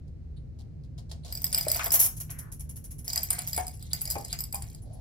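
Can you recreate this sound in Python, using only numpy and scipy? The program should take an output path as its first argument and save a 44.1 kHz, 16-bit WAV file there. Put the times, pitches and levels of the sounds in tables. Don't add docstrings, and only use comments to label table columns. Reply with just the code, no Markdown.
import sys
import numpy as np
from scipy import signal
from scipy.fft import rfft, irfft
from scipy.io import wavfile

SR = 44100
rng = np.random.default_rng(int(sys.argv[2]) if len(sys.argv) > 2 else 0)


def digitize_waveform(pressure):
    field = np.atleast_2d(pressure).T
    bounded = np.clip(field, -1, 1)
    quanta = np.round(bounded * 32767).astype(np.int16)
    wavfile.write(sys.argv[1], SR, quanta)


N = 220646
T = np.arange(int(.35 * SR)) / SR
LEFT_RIGHT = np.array([[1], [-1]])



def undb(db):
    return 10 ** (np.asarray(db) / 20)


def unit(x):
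    return x / np.sqrt(np.mean(x ** 2))


def fade(t60):
    return np.exp(-np.log(1000) * T / t60)


def swell(tau):
    return 1 - np.exp(-T / tau)


def add(track, s, sound):
    i = int(s * SR)
    track[:, i:i + len(T)] += sound[..., :max(N - i, 0)]


def colour(x, points):
    hz, db = np.transpose(points)
    f = np.fft.rfftfreq(x.shape[-1], 1 / SR) + 1
    gain = undb(np.interp(np.log(f), np.log(hz), db))
    return irfft(rfft(x) * gain, x.shape[-1])


def resonate(x, hz, width):
    return signal.lfilter(*signal.iirpeak(hz, hz / width, SR), x)


def resonate_twice(x, hz, width):
    return resonate(resonate(x, hz, width), hz, width)


def stereo_noise(count, side):
    a, b = rng.standard_normal((2, count))
    return np.array([a + side * b, a - side * b]) / np.hypot(1, side)


def ring(modes, scatter_db=0., detune=0., spread=0.38):
    out = 0
    for hz, db, t60 in modes:
        size, pitch, lead = rng.standard_normal(3)
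        phase = 2 * np.pi * hz * (1 + detune * pitch) * T + spread * lead * LEFT_RIGHT
        out = out + undb(db + scatter_db * size) * fade(t60) * np.sin(phase)
    onset = out[:, T < .003]
    return out / np.sqrt(np.mean(onset ** 2))


# (time [s], air column pitch [Hz],
# glass tuning [0 first pour to 1 later], tuning of the pellets' ping [ratio])
FILL = [(1.3, 620, 0.07, 0.97), (1.8, 671, 0, 1.12), (3.15, 720, 0.72, 1), (3.58, 734, 0.67, 1.036),
        (4.15, 802, 0.82, 0.983), (4.55, 808, 0.88, 1.006)]


def air_column(s, third_db=-13, t60=.11):
    hz = np.interp(s, *np.transpose(FILL)[:2])
    return ring([(hz, 0, t60), (3 * hz, third_db, t60 / 3)], detune=.004, spread=.4)


# (frequency in the first pour [Hz], in the later pour [Hz],
# level in the first pour [dB], in the later pour [dB], t60 [s])
WALL = [(4957, 4870, 11.5, -1.5, 0.019), (5100, 7100, -16.5, -6.5, 0.016), (7980, 7674, -7, -5, 0.037),
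        (8340, 7400, -6, -10.5, 0.017), (12180, 12260, -10, -5, 0.058), (13140, 14000, -4, -2, 0.03),
        (13500, 19000, -8, -0.5, .01), (14400, 10000, 1.5, -5, 0.019), (14900, 14700, -3, -3, 0.015)]
# (frequency [Hz], level [dB], t60 [s])
PING = [(8950, -8, 0.026), (9430, -11.5, 0.014), (10250, -10.5, 0.0028)]
SECOND_DB, SECOND_FOLLOWS = -1, 0.38


def clink(s, low_db, ping_db):
    times, _, glass_tuning, ping_tuning = np.transpose(FILL)
    later, ping_ratio = np.interp(s, times, glass_tuning), np.interp(s, times, ping_tuning)
    wall = [(f0 + later * (f1 - f0), a0 + later * (a1 - a0), t60) for f0, f1, a0, a1, t60 in WALL]
    low, second, top = wall[:2], wall[2:4], wall[4:]
    second_db = SECOND_DB + SECOND_FOLLOWS * (low_db + ping_db)
    glass = undb(1.5) * ring(top, scatter_db=3.5, detune=0.013)
    glass += undb(low_db) * ring(low, scatter_db=2.5, detune=0.02)
    glass += undb(second_db) * ring(second, scatter_db=2.0, detune=0.0082)
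    pellet_modes = [(hz * ping_ratio, db, t60) for hz, db, t60 in PING]
    ping = undb(ping_db + 1.0) * ring(pellet_modes, scatter_db=4, detune=.02)
    force = np.linalg.norm(undb([0, low_db, second_db, ping_db]))
    crack = stereo_noise(len(T), 1.0) * (undb(-14.5) * fade(0.018) + undb(-26.5) * fade(0.048))
    knock = undb(-33.0) * air_column(s, third_db=-6.0, t60=0.027)
    return (glass + ping + force * (crack + knock)) * swell(0.00036)


# (time [s], top wall modes [dB], then relative to them:
# lowest wall pair [dB], the pellet's own ping [dB])
CLINKS = [(1.3244, -31, -4, -20), (1.3519, -33.5, -0.5, -17), (1.374, -34, -1.5, -24),
          (1.4183, -32, -18, -13), (1.4425, -19, -9, -23), (1.4657, -34, 0.5, -18), (1.5277, -33, 2, 7),
          (1.5461, -20, -1, -8), (1.5763, -25.5, -3.5, -14), (1.583, -20.5, -22, -19),
          (1.6102, -28.5, 1, -9), (1.683, -27.5, -5, 4.5), (1.701, -36, 7, -23),
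          (1.7159, -17, -12.5, -16.5), (1.746, -26.5, -2.5, -8.5), (1.7601, -26, -12, -24),
          (1.8428, -24, -24, -23), (1.8595, -25, -13, -19), (1.9056, -29.5, 1.5, -13),
          (3.0794, -32, 1, -15), (3.1006, -39, 8.5, -3), (3.1323, -31.5, 2.5, -8), (3.1587, -29.5, 3, -3),
          (3.177, -31, 8.5, -6), (3.2316, -25.5, -11, -12), (3.3034, -29, -11, -1),
          (3.3059, -25.5, -13, 8.5), (3.3303, -32.5, -18, 5), (3.3899, -42.5, 5.5, 16.5),
          (3.4741, -28, -14.5, -28), (3.531, -30.5, 0.5, -14), (3.5459, -36.5, 1, -11),
          (3.5636, -34, -11, 6.5), (3.577, -33.5, -3.5, 8.5), (3.6676, -43, 0.5, 7),
          (3.9322, -23.5, -0.5, -14), (4.016, -25, -19, -28), (4.054, -31.5, -3.5, -24),
          (4.0758, -37.5, 4.5, -19), (4.1017, -27, -7.5, -15), (4.1091, -31, 0, -11),
          (4.1198, -36.5, -2, 0), (4.248, -46, 8, 9), (4.328, -33, 6, -3), (4.389, -35, 1, -13),
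          (4.4053, -29, -5.5, -17), (4.4382, -33.5, -3, -11), (4.5257, -34, -7, -4.5),
          (4.5447, -30.5, -20, 2.5), (4.5552, -39, 2, 2), (4.622, -45.5, 2, 9)]


def pellets(count=2):
    out = np.zeros((2, N))
    for s, db, *shares in CLINKS:
        add(out, s, undb(db + 1.5) * clink(s, *shares))
        for wait, size in rng.random((count, 2)):
            s += 0.0036 + 0.01 * wait
            rebound_shares = shares + 3 * rng.standard_normal(len(shares))
            add(out, s, undb(db - 14.5 - 3.1 * size) * clink(s, *rebound_shares))
    return out


# (time [s], level [dB])
POURS = [
    [(1.25, -68), (1.5, -52.5), (1.55, -42), (1.68, -48), (1.86, -37), (1.92, -66)],
    [(3.05, -68), (3.09, -44), (3.25, -50), (3.39, -50.5), (3.6, -48.5), (3.78, -65), (4.14, -49),
     (4.5, -67), (4.6, -58), (4.76, -59.5)],
]


def pour():
    t = np.arange(N) / SR
    gain = 0
    for s, db in map(np.transpose, POURS):
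        gain = gain + undb(np.interp(t, s, db)) * (t > s[0]) * (t < s[-1])
    return gain


GRAZES_PER_S, GRAZE_DB, GRAZE_SPREAD_DB = 45, 4, 5.5
GRAZE_LOW_DB, GRAZE_PING_DB, GRAZE_COLOUR_DB = -4.5, -4.5, 4.5


def grazes(count=300):
    out, busy = np.zeros((2, N)), pour()
    times = (np.arange(count) + rng.random(count)) / GRAZES_PER_S
    for s, (size, low, ping) in zip(times, rng.standard_normal((count, 3))):
        i = int(s * SR)
        if i < N and busy[i] > 0:
            low_db = GRAZE_LOW_DB + GRAZE_COLOUR_DB * np.tanh(low)
            ping_db = GRAZE_PING_DB + GRAZE_COLOUR_DB * np.tanh(ping)
            add(out, s, busy[i] * undb(GRAZE_DB + GRAZE_SPREAD_DB * size) * clink(s, low_db, ping_db))
    return out


# (frequency [Hz], level [dB])
SKID_COLOUR = [(500, 7), (720, 6), (1300, -15), (2150, 4.5), (2900, -5), (4200, 1), (6000, 6), (8500, 1.5),
               (11000, 1), (13000, 0.5), (14500, 1.5), (15800, -5)]
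SKID_DB, AFTER_STRIKE_DB, SKID_T60_S = 0, -17, 0.099


def skids(count=40, rate=45):
    grit = np.zeros((2, N))
    for hz in np.geomspace(600, 15000, num=count):
        strength = undb(4 * np.minimum(rng.exponential(size=N), 4))
        hits = (rng.random(N) < rate / SR) * strength
        pitch, side = 2 * rng.random(2) - 1
        grit += resonate(hits, hz * (1 + .03 * pitch), hz / 14) * (1 + .5 * side * LEFT_RIGHT)
    gain = undb(SKID_DB) * pour()[None]
    for s, db, low_db, ping_db in CLINKS:
        add(gain, s, undb(db + max(low_db, ping_db) + AFTER_STRIKE_DB) * fade(SKID_T60_S))
    return gain * unit(colour(grit, SKID_COLOUR))


def bubble(hz, t60, rise=0.41):
    pitch = hz * (1 + rise * np.minimum(T / t60, 1))
    return np.sin(2 * np.pi * np.cumsum(pitch) / SR) * fade(t60) * swell(0.00031)


# (time [s], air column [dB], spray [dB], spray pitch [Hz])
SPLASHES = [(1.663, -45.5, -45, 1170), (1.755, -39, -39, 1530), (1.794, -40, -27.5, 1344),
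            (1.863, -33, -38, 900), (1.94, -33, -36.5, 990), (2.295, -53, -48.5, 1670),
            (3.167, -46, -43, 1503), (3.331, -50, -61, 1990), (3.383, -38, -42, 2270),
            (3.579, -21, -38.5, 1210), (4.155, -29, -46, 990), (4.33, -60, -41.5, 2420),
            (4.539, -32, -65, 1034), (4.618, -53.5, -54, 2280)]
SPRAY_S = 0.028
GULP_DB, GULP_WIDTH_HZ, GULP_T60_S = -8, 320, 0.076


def splashes(count=30):
    out = np.zeros((2, N))
    for s, column_db, spray_db, hz in SPLASHES:
        add(out, s, undb(column_db - 5.5) * air_column(s, third_db=-8, t60=0.11))
        pipe_hz = np.interp(s, *np.transpose(FILL)[:2])
        gulp = resonate_twice(stereo_noise(len(T), 0.52), pipe_hz, GULP_WIDTH_HZ)
        add(out, s, undb(column_db + GULP_DB) * unit(gulp) * fade(GULP_T60_S))
        slap = unit(resonate_twice(stereo_noise(len(T), 1.0), hz, 1.5 * hz))
        add(out, s, undb(spray_db - 1.0) * slap * fade(0.07))
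        for when, pitch, size, side in rng.random((count, 4)):
            pan = np.array([[.5 + side], [1.5 - 2 * side]])
            drop = bubble(hz * 2 ** (1.7 * (pitch - .5)), 0.0085) * pan
            add(out, s + SPRAY_S * when, undb(spray_db + 1 - 10 * size) * drop)
    return out


# (time [s], starting pitch [Hz], level [dB], t60 [s])
BUBBLES = [(1.668, 580, -19, 0.041), (4.163, 393, -29, 0.055), (4.167, 530, -19, 0.012),
           (4.554, 966, -34, 0.023), (3.581, 1310, -51, 0.0092), (3.587, 1180, -39, 0.0096)]


def large_bubbles():
    out = np.zeros((2, N))
    for s, hz, db, t60 in BUBBLES:
        add(out, s, undb(db - 2) * bubble(hz, t60))
    return out


def water():
    return (splashes() + large_bubbles()) * undb(1.5 * LEFT_RIGHT)


def friction(length, tone, grain=.4, release=.02):
    slips = np.exp(grain * np.tanh(rng.standard_normal(len(T))))
    slips = np.repeat(slips, repeats=48)[:len(T)]
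    gate = np.minimum(T / 0.00062, 1) * np.exp(-np.log(1000) * np.maximum(T - length, 0) / release)
    return unit(colour(stereo_noise(len(T), 0.71) * slips, tone)) * gate


# (frequency [Hz], level [dB])
SCRAPE_COLOUR = [(300, -23.5), (700, -18), (1200, -22), (2200, -21), (4000, -21), (5400, -17), (6500, -9.5),
                 (8200, -15), (9300, -8), (10300, -12), (11400, -2), (12300, -1.5), (13400, 0.5),
                 (15600, -8)]
# (frequency [Hz], level [dB], t60 [s])
RIM = [(5400, -11, .09), (5670, -15, .22), (6540, -19, .2), (7950, -14, .1), (9135, -13, .14),
       (9980, -7, .15), (10130, -10, .17), (10460, -12, .18), (11000, -10, .18), (11320, -3, .12),
       (12190, 0, .21), (12335, -7, .13), (13950, -11, .2), (15090, -13, .1), (15690, -12, .1)]
RIM_DRIVE_DB, RIM_WIDTH_HZ = 2, 106


def scrape(db, length, squeak_db, ring_db):
    treble_loss = 0.46 * min(db + 12, 0)
    tone = [(hz, share + treble_loss * np.clip((hz - 10000) / 5000, 0, 1)) for hz, share in SCRAPE_COLOUR]
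    rub = friction(length, tone, grain=0.54, release=0.084)
    squeak = undb(squeak_db + 15.5) * resonate(resonate(rub, 10120, 600), 10370, 600)
    driven = undb(RIM_DRIVE_DB) * sum(resonate(rub, hz, RIM_WIDTH_HZ) for hz, _, _ in RIM)
    rim = undb(ring_db + 2.5) * ring(RIM, scatter_db=0.5, spread=0.26) * swell(length / 2)
    return undb(db - 2.5) * (undb(-4.0) * (rub + driven) + squeak + rim)


# (time [s], level [dB], length [s], squeak [dB], rim ring [dB])
SCRAPES = [(1.919, -15.5, 0.034, -21, -17), (1.936, -16.5, 0.03, -18, -17),
           (1.993, -13.5, 0.022, -10.5, -3), (2.022, -19.5, 0.041, -7.5, 5.5)]


def hard_scrapes():
    out = np.zeros((2, N))
    for s, db, *touch in SCRAPES:
        add(out, s, scrape(db, *touch))
    return out


# (time [s], level [dB])
RUBS = [(2.164, -40), (2.199, -32.5), (2.3, -36.5), (2.384, -38.5), (2.517, -40.5), (2.594, -42),
        (2.69, -43.5), (2.757, -42), (2.839, -44), (2.905, -43), (2.982, -44), (3.043, -44), (3.734, -51),
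        (4.817, -59), (4.929, -59)]
RUB_S, RUB_ATTACK_S, RUB_RING_DB = 0.017, 0.0021, -6
SQUEAK_DB, SQUEAK_SLOPE = -17.5, -0.34


def rubs():
    out = np.zeros((2, N))
    for s, db in RUBS:
        rub = scrape(db, RUB_S, SQUEAK_DB + SQUEAK_SLOPE * db, RUB_RING_DB)
        add(out, s, rub * swell(RUB_ATTACK_S))
    return out


# (time [s], level [dB])
KNOCKS = [(3.229, -41), (3.476, -36), (4.008, -44), (4.1, -31), (4.383, -45)]
KNOCK_S, KNOCK_SQUEAK_DB, KNOCK_RING_DB = 0.013, -27, -3


def knocks():
    out = np.zeros((2, N))
    for s, db in KNOCKS:
        add(out, s, scrape(db, KNOCK_S, KNOCK_SQUEAK_DB, KNOCK_RING_DB))
    return out


# (time [s], level [dB], length [s])
RUSTLES = [(0.074, -70, 0.0079), (0.588, -60.5, 0.028), (0.835, -67.5, 0.016), (0.979, -52, 0.016),
           (1.092, -58.5, 0.017), (1.114, -42, 0.004), (1.247, -47, 0.017), (1.278, -51, 0.043),
           (4.738, -66, 0.054), (4.849, -69, 0.16)]
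# (frequency [Hz], level [dB])
RUSTLE_COLOUR = [(400, -5), (700, 2.5), (1300, -17), (2600, -14.5), (4300, 0), (6000, -6), (10000, -11),
                 (15500, -22.5)]


def rustles():
    out = np.zeros((2, N))
    for s, db, length in RUSTLES:
        add(out, s, undb(db - 0.5) * friction(length, RUSTLE_COLOUR, grain=.7, release=0.078))
    return out


# (time [s], level [dB], length [s])
SCUFFS = [(0.362, -63, 0.014), (1.231, -57, 0.012), (3.802, -59.5, 0.071), (3.905, -46.5, 0.011),
          (3.958, -54, 0.031), (4.288, -49, 0.034)]
# (frequency [Hz], level [dB])
SCUFF_COLOUR = [(2500, -17), (3600, 0), (4250, 3.5), (4900, -12.5), (6500, -25), (10000, -5.5),
                (13000, -51)]


def scuffs():
    out = np.zeros((2, N))
    for s, db, length in SCUFFS:
        scuff = friction(length, SCUFF_COLOUR, grain=0.34, release=0.09)
        add(out, s, undb(db + 0.5) * scuff * swell(0.0069))
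    return out


def dish():
    return hard_scrapes() + rubs() + knocks() + rustles() + scuffs()


# (time [s], level [dB], length [s], first pitch [Hz], last pitch [Hz])
SWISHES = [(1.79, -53, .04, 2200, 1097), (2.278, -60, 0.25, 2320, 1122), (3.318, -48, 0.0466, 1996, 1733),
           (4.801, -59, 0.35, 613, 712)]


def swishes():
    out = np.zeros((2, N))
    for s, db, length, first_hz, last_hz in SWISHES:
        along = np.minimum(T / length, 1)
        hz = first_hz * (last_hz / first_hz) ** along
        lowpass = signal.butter(2, 0.2 * first_hz, fs=SR, output="sos")
        band = unit(signal.sosfilt(lowpass, stereo_noise(len(T), 1.0)))
        carrier = np.sin(2 * np.pi * np.cumsum(hz) / SR)
        envelope = np.sqrt(np.abs(np.sin(np.pi * along)))
        add(out, s, undb(db + 3.5) * band * carrier * envelope)
    return out


# (frequency [Hz], t60 [s], level [dB])
ROOM = [(490, 0.34, -2.5), (1550, 0.22, 0), (4030, 0.27, -9), (7900, 0.32, -10.5), (14100, 0.13, -9)]


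def lab(x):
    hz, t60, db = np.transpose(ROOM)
    edges = np.geomspace(SR / 256, SR / 2.5, num=9)
    tail = 0
    for lo, hi in zip(edges, edges[1:]):
        bandpass = signal.butter(3, [lo, hi], "band", fs=SR, output="sos")
        band = signal.sosfilt(bandpass, stereo_noise(len(T), 1.0))
        centre = np.sqrt(lo * hi)
        decay = fade(np.interp(centre, hz, t60)) * swell(0.001)
        tail = tail + undb(np.interp(centre, hz, db)) * band * decay / np.linalg.norm(decay)
    return x + signal.fftconvolve(x, tail, axes=1)[:, :N]


# (frequency [Hz], level [dB])
VENT_COLOUR = [(15, -54), (25, -27.5), (32, -11), (42, -5), (64, -5.5), (145, -12.5), (190, -19.5),
               (270, -26), (531, -36.5), (1000, -54.5), (2200, -57.5), (3400, -64.5), (4200, -60),
               (6000, -65), (16000, -80)]
# (frequency [Hz], nominal width [Hz], level [dB])
DRONE = [(73.93, 4.6, -47.5), (110.2, 10.7, -50), (150.6, 9.4, -51), (240, 13, -63.5)]


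def ventilation():
    mid, side = (colour(rng.standard_normal(N), VENT_COLOUR) for _ in range(2))
    highpass = signal.butter(1, 260, "high", fs=SR, output="sos")
    side = signal.sosfilt(highpass, unit(side))
    out = undb(-44.5) * (unit(mid) + side * LEFT_RIGHT)
    for hz, width, db in DRONE:
        out += undb(db) * unit(resonate_twice(stereo_noise(N, 0.32), hz, 2 * width))
    return out


def scene():
    return lab(pellets() + grazes() + skids() + dish() + water() + swishes()) + ventilation()


# (frequency [Hz], lead [rad])
PORTS = [(0, 0), (2000, 2.5), (3300, 0.92), (4500, .5), (5500, -0.13), (6300, 3.5), (7400, 0.6),
         (8400, 2.5), (10700, 0.5), (11500, -1), (13400, -3), (15500, -5)]
TOP_HZ = 15750


def record(dry):
    lead = np.interp(np.fft.rfftfreq(N, 1 / SR), *np.transpose(PORTS))
    ports = irfft(rfft(dry) * np.exp(.5j * lead * LEFT_RIGHT), N)
    return signal.sosfilt(signal.ellip(8, .2, 70, TOP_HZ, fs=SR, output="sos"), ports)


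dry = scene()
out = record(dry)
digitize_waveform(out)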